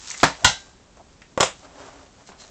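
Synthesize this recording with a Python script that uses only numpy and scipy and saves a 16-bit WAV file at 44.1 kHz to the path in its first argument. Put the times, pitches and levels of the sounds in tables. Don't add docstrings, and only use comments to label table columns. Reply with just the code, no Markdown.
import sys
import numpy as np
from scipy import signal
from scipy.fft import rfft, irfft
from scipy.io import wavfile

SR = 44100
rng = np.random.default_rng(int(sys.argv[2]) if len(sys.argv) > 2 else 0)


def generate_wav(sig):
    pcm = np.round(np.clip(np.atleast_2d(sig).T, -1, 1) * 32767).astype(np.int16)
    wavfile.write(sys.argv[1], SR, pcm)


N = 110250

# (time [s], level [dB], contact corner [Hz], treble above the corner [dB])
RIM_HITS = [(.2320, 0.5, 4000, -6.5), (.2404, -13, 4000, 14)]
RED_HITS = [(.4378, -20.5, 810, -24.5), (.4455, -15, 3000, 9.5), (.4474, 1.5, 4030, -8.5),
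            (.4528, -5, 4000, 0.5), (.4725, -11, 4000, -11)]
STACK_HITS = [(1.3760, -7.5, 1130, -13.5), (1.4018, -8.5, 980, -5), (1.4066, -0.5, 3940, -0.5),
              (1.4290, -4.5, 3500, 1), (1.4320, -19, 4000, 11), (1.4562, -20, 4000, -7)]
# (pitch [Hz], relative level [dB], t60 [s])
TABLE_MODES = [(153.2, -1.5, 0.21), (277, 2, 0.2), (392, -7, .1), (685, 11, 0.06), (912, 4, 0.19),
               (1180, 7.5, 0.063), (1328, 2.5, .1), (1473, -5, 0.26), (1806, -12, 0.2), (1870, -13, 0.031),
               (2116, -16, .07), (2280, -14.5, 0.083), (5140, -14, .07)]
RED_MODES = [(844, 7.5, 0.081), (1009, 7.5, 0.079), (1412, 6.5, 0.28), (1493, 0, 0.094), (1580, -6.5, 0.46),
             (1930, -9.5, 0.2), (2790, -12, 0.037), (2790, -4, 0.095), (3255, 3, 0.12), (3915, -8, 0.34),
             (3880, -5, 0.12), (4210, -3, .15), (5177, -11, .3), (6430, -17, 0.12)]
STACK_MODES = [(397, -6, .11), (527, 10, 0.065), (650, 4, 0.05), (686, -17, 0.059), (920, 6.5, 0.049),
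               (1134, 6.5, 0.05), (1480, -7, .1), (2110, -12, 0.13), (3870, -9, .14), (5094, -3.5, 0.13),
               (5466, -4, .1), (6380, -11.5, 0.17), (7000, -5, 0.16), (7220, -2.5, 0.083)]
# (frequency [Hz], relative level [dB])
TABLE_CROWD = [(30, -22), (70, -10.5), (250, -7), (360, -9.5), (520, -2), (750, 0.5), (1800, -1),
               (2700, -12), (5000, -13), (7800, -16.5)]
RED_CROWD = [(60, 1.5), (200, -13), (330, -28.5), (480, -13.5), (800, -1), (1180, -16), (1480, 2.5),
             (1720, -16.5), (1980, 1), (2350, -15.5), (2900, -5), (4700, -10), (6500, -5), (7800, -9)]
STACK_CROWD = [(30, -28), (90, -8), (280, -12.5), (550, 2.5), (1300, -1.5), (1800, -6.5), (3400, -8.5),
               (4500, -16.5), (7600, -7)]
# (time [s], level [dB])
THUDS = [(0.233, -30), (0.45, -32), (1.409, -36), (2.294, -50)]
# (pitch [Hz], relative level [dB], t60 [s])
FLEX_MODES = [(62, -6, 0.33), (86, -4, .17), (150.3, -2.5, 0.19), (190.4, 3.5, 0.18)]
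# (time [s], level [dB], centre [Hz], half-width [octaves], t60 [s])
TAPS = [(.0735, -33.5, 5500, 1.3, 0.055), (.0825, -33.5, 5500, 2.3, 0.028), (.103, -24, 6850, 0.52, 0.019),
        (.110, -31.5, 2000, 0.23, .02), (.115, -26.5, 6200, .4, 0.019), (.1435, -32, 1970, 0.17, 0.014),
        (.149, -31.5, 1900, 0.22, 0.011), (.177, -31.5, 7000, 0.34, 0.025), (.2018, -25, 2430, 0.55, .008),
        (.352, -37.5, 2300, .6, 0.018), (.970, -52.5, 6200, 0.24, 0.019), (.972, -49, 736, 0.83, 0.077),
        (1.2185, -42.5, 1760, .9, 0.045), (2.290, -41, 587, 1.34, 0.074), (2.318, -45, 1030, 0.75, 0.075)]
# (time [s], level [dB])
SCUFF_FADER = [(0, -47), (.04, -46), (.115, -38), (.16, -44.5), (.22, -38), (.34, -54), (.43, -49.5),
               (.6, -52.5), (.8, -68.5), (1.5, -65), (1.6, -55), (1.7, -67), (2.18, -63), (2.255, -63.5),
               (2.28, -47.5), (2.35, -75), (2.405, -46.5), (2.44, -53), (2.5, -58.5)]
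SLEEVE_FADER = [(0, -64.5), (.3, -51), (.43, -50.5), (.62, -60.5), (.69, -58), (.78, -61), (1.58, -63),
                (1.62, -56), (1.65, -45.5), (1.675, -53.5), (1.73, -53), (1.81, -44), (1.88, -45),
                (1.92, -50), (2.02, -51), (2.12, -61), (2.18, -58), (2.2, -52), (2.26, -61.5), (2.36, -58),
                (2.39, -60), (2.44, -52.5), (2.5, -58)]
# (frequency [Hz], relative level [dB])
SCUFF_COLOUR = [(100, -38.5), (500, -17), (1000, -4.5), (2000, -6.5), (2800, -4.5), (4200, -3), (5500, -1),
                (7500, 0.5)]
SLEEVE_COLOUR = [(80, -6.5), (220, -13), (280, 5), (335, -17), (395, 3), (455, -7.5), (525, 1), (750, 0.5),
                 (1500, -5.5), (2300, -12.5), (4500, -15.5), (7500, -14.5)]
# (midpoint [s], length [s], level [dB], centre [Hz], width [Hz])
SQUEAKS = [(0.44, 0.054, -42.5, 670, 129), (1.005, .04, -48.5, 740, 303), (2.27, 0.015, -61, 4100, 301),
           (2.425, 0.082, -52.5, 4140, 300)]
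# (delay [s], level [dB])
ECHOES = [(.00785, -15), (0.0164, -28), (0.024, -22)]
# (frequency [Hz], t60 [s])
ROOM_T60 = [(60, 0.17), (200, 0.23), (600, 0.25), (1500, 0.23), (4000, 0.29), (8000, 0.24)]
# (frequency [Hz], relative level [dB])
AIR_COLOUR = [(20, 5.5), (45, 2.5), (90, -4), (180, -6), (400, -9.5), (800, -24), (2000, -23),
              (4000, -23.5), (7800, -26), (10000, -23)]
# (frequency [Hz], gain [dB])
MIC_EQ = [(20, 2.5), (7600, 0.5), (8200, -5), (8700, -16.5), (9300, -63), (22050, -104)]
OVERLOAD_EQ = [(8500, 1), (10000, -8), (16000, 1.5)]

MODE_RISE_S, FLEX_RISE_S = 0.00041, 0.0036
CRACK_DB, CRACK_T60 = -8, .004
ROOM_DB, ROOM_BUILD_S, AIR_DB = -6, 0.0092, -53.5
LOW_CUT_HZ, HIGH_CUT_HZ, CEILING = 44.6, 16200, .7


def tins():
    rim = knocks(RIM_HITS, TABLE_MODES, TABLE_CROWD, ring_db=-24, crowd_db=-8, t60=0.052, tail_db=-33.5)
    flat = knocks(RED_HITS, RED_MODES, RED_CROWD, ring_db=-22.5, crowd_db=-7, t60=0.06, tail_db=-30)
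    stack = knocks(STACK_HITS, STACK_MODES, STACK_CROWD, ring_db=-25, crowd_db=-7, t60=0.045, tail_db=-34)
    return rim + flat + stack


def knocks(hits, modes, crowd, ring_db, crowd_db, t60, tail_db):
    out, t = np.zeros(N), np.arange(SR // 2) / SR
    ring = sum((-1) ** k * mode(t, *row) for k, row in enumerate(modes))
    ring *= amp(ring_db) * (1 - np.exp(-t / MODE_RISE_S))
    for s, db, corner_hz, treble_db in hits:
        fade = amp(crowd_db - 60 * t / t60) + amp(CRACK_DB - 60 * t / CRACK_T60)
        clatter = unit(colour(even_noise(len(t)), crowd)) * fade
        tail = unit(colour(room_tail(), crowd)) * np.linspace(1, 0, len(t))
        knock = ring + clatter + amp(tail_db) * tail
        body, treble = pass_band(knock, "low", corner_hz), pass_band(knock, "high", corner_hz)
        add(out, s, amp(db) * (body - amp(treble_db) * treble))
    return out


def thuds():
    out, t = np.zeros(N), np.arange(SR // 2) / SR
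    flex = sum(mode(t, *row) for row in FLEX_MODES) * (1 - np.exp(-t / FLEX_RISE_S))
    for s, db in THUDS:
        add(out, s, amp(db) * flex)
    return out


def taps():
    out, t = np.zeros(N), np.arange(8192) / SR
    f = np.fft.rfftfreq(len(t), 1 / SR) + 1
    for s, db, hz, octaves, t60 in TAPS:
        band = 1 / (1 + (np.log2(f / hz) / octaves) ** 2)
        fade = amp(-60 * t / t60)
        burst = irfft(rfft(even_noise(len(t))) * band) * fade
        add(out, s, amp(db) * burst * np.linalg.norm(fade) / np.linalg.norm(burst))
    return out


def rub(fader, spectrum, slips_per_s, spread_db, grain):
    slips = (rng.random(N) < slips_per_s / SR) * rng.standard_normal(N)
    slips *= amp(spread_db * np.minimum(rng.exponential(1, N), 3))
    texture = grain * unit(slips) + rng.standard_normal(N)
    gain = amp(np.interp(np.arange(N) / SR, *np.transpose(fader)))
    return gain * unit(colour(texture, spectrum + [(11000, -40)]))


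def squeaks():
    out, size = np.zeros(N), SR // 4
    f = np.fft.rfftfreq(size, 1 / SR)
    for s, length, db, hz, width in SQUEAKS:
        resonance = 1 / (1 + (2 * (f - hz) / width) ** 2)
        ring = irfft(rfft(even_noise(size)) * resonance)
        swell = np.sin(np.linspace(0, np.pi, round(length * SR)))
        add(out, s - length / 2, amp(db) * swell * unit(ring[:len(swell)]))
    return out


def echoes(x):
    out = x.copy()
    for s, db in ECHOES:
        add(out, s, amp(db) * x)
    return out


def room_tail():
    size = SR // 2
    hz, t, bands = signal.stft(even_noise(size), SR, nperseg=256)
    decay = amp(-60 * t / read(ROOM_T60, hz)[:, None])
    tail = signal.istft(bands * decay, SR, nperseg=256)[1][:size]
    tail *= 1 - np.exp(-np.arange(size) / SR / ROOM_BUILD_S)
    return tail / np.linalg.norm(tail)


def room_tone():
    return amp(AIR_DB) * unit(colour(rng.standard_normal(N), AIR_COLOUR))


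def mode(t, hz, db, t60):
    return amp(db - 60 * t / t60) * np.sin(2 * np.pi * hz * t)


def amp(db):
    return 10 ** (np.asarray(db) / 20)


def unit(x):
    return x / np.sqrt(np.mean(x ** 2) + 1e-20)


def read(points, hz):
    f, value = np.transpose(points)
    return np.interp(np.log(hz + 1), np.log(f + 1), value)


def add(mix, s, sound):
    part = mix[max(round(s * SR), 0):][:len(sound)]
    part += sound[:len(part)]


def colour(x, points):
    return irfft(rfft(x) * amp(read(points, np.fft.rfftfreq(len(x), 1 / SR))), len(x))


def pass_band(x, kind, hz):
    return signal.lfilter(*signal.butter(2, hz, kind, fs=SR), x)


def even_noise(size):
    return unit(irfft(np.exp(2j * np.pi * rng.random(size // 2 + 1)), size))


def scene():
    fingers = rub(SCUFF_FADER, SCUFF_COLOUR, slips_per_s=740, spread_db=-1.5, grain=0.84)
    sleeve = rub(SLEEVE_FADER, SLEEVE_COLOUR, slips_per_s=1200, spread_db=3.5, grain=0.66)
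    air = room_tone()
    landings = echoes(tins()) + thuds()
    tapping = taps()
    tap_reverb = amp(ROOM_DB) * signal.fftconvolve(tapping, room_tail())[:N]
    return (landings + tapping + tap_reverb + fingers + sleeve + squeaks() + air)[None]


def record(dry):
    heard = pass_band(colour(dry[0], MIC_EQ), "high", LOW_CUT_HZ)
    clipped = heard / (1 + (heard / CEILING) ** 12) ** (1 / 12)
    high_cut = signal.firwin(511, HIGH_CUT_HZ, window=("kaiser", 9), fs=SR)
    return signal.oaconvolve(colour(clipped, OVERLOAD_EQ), high_cut, "same")[None]


dry = scene()
out = record(dry)
generate_wav(out)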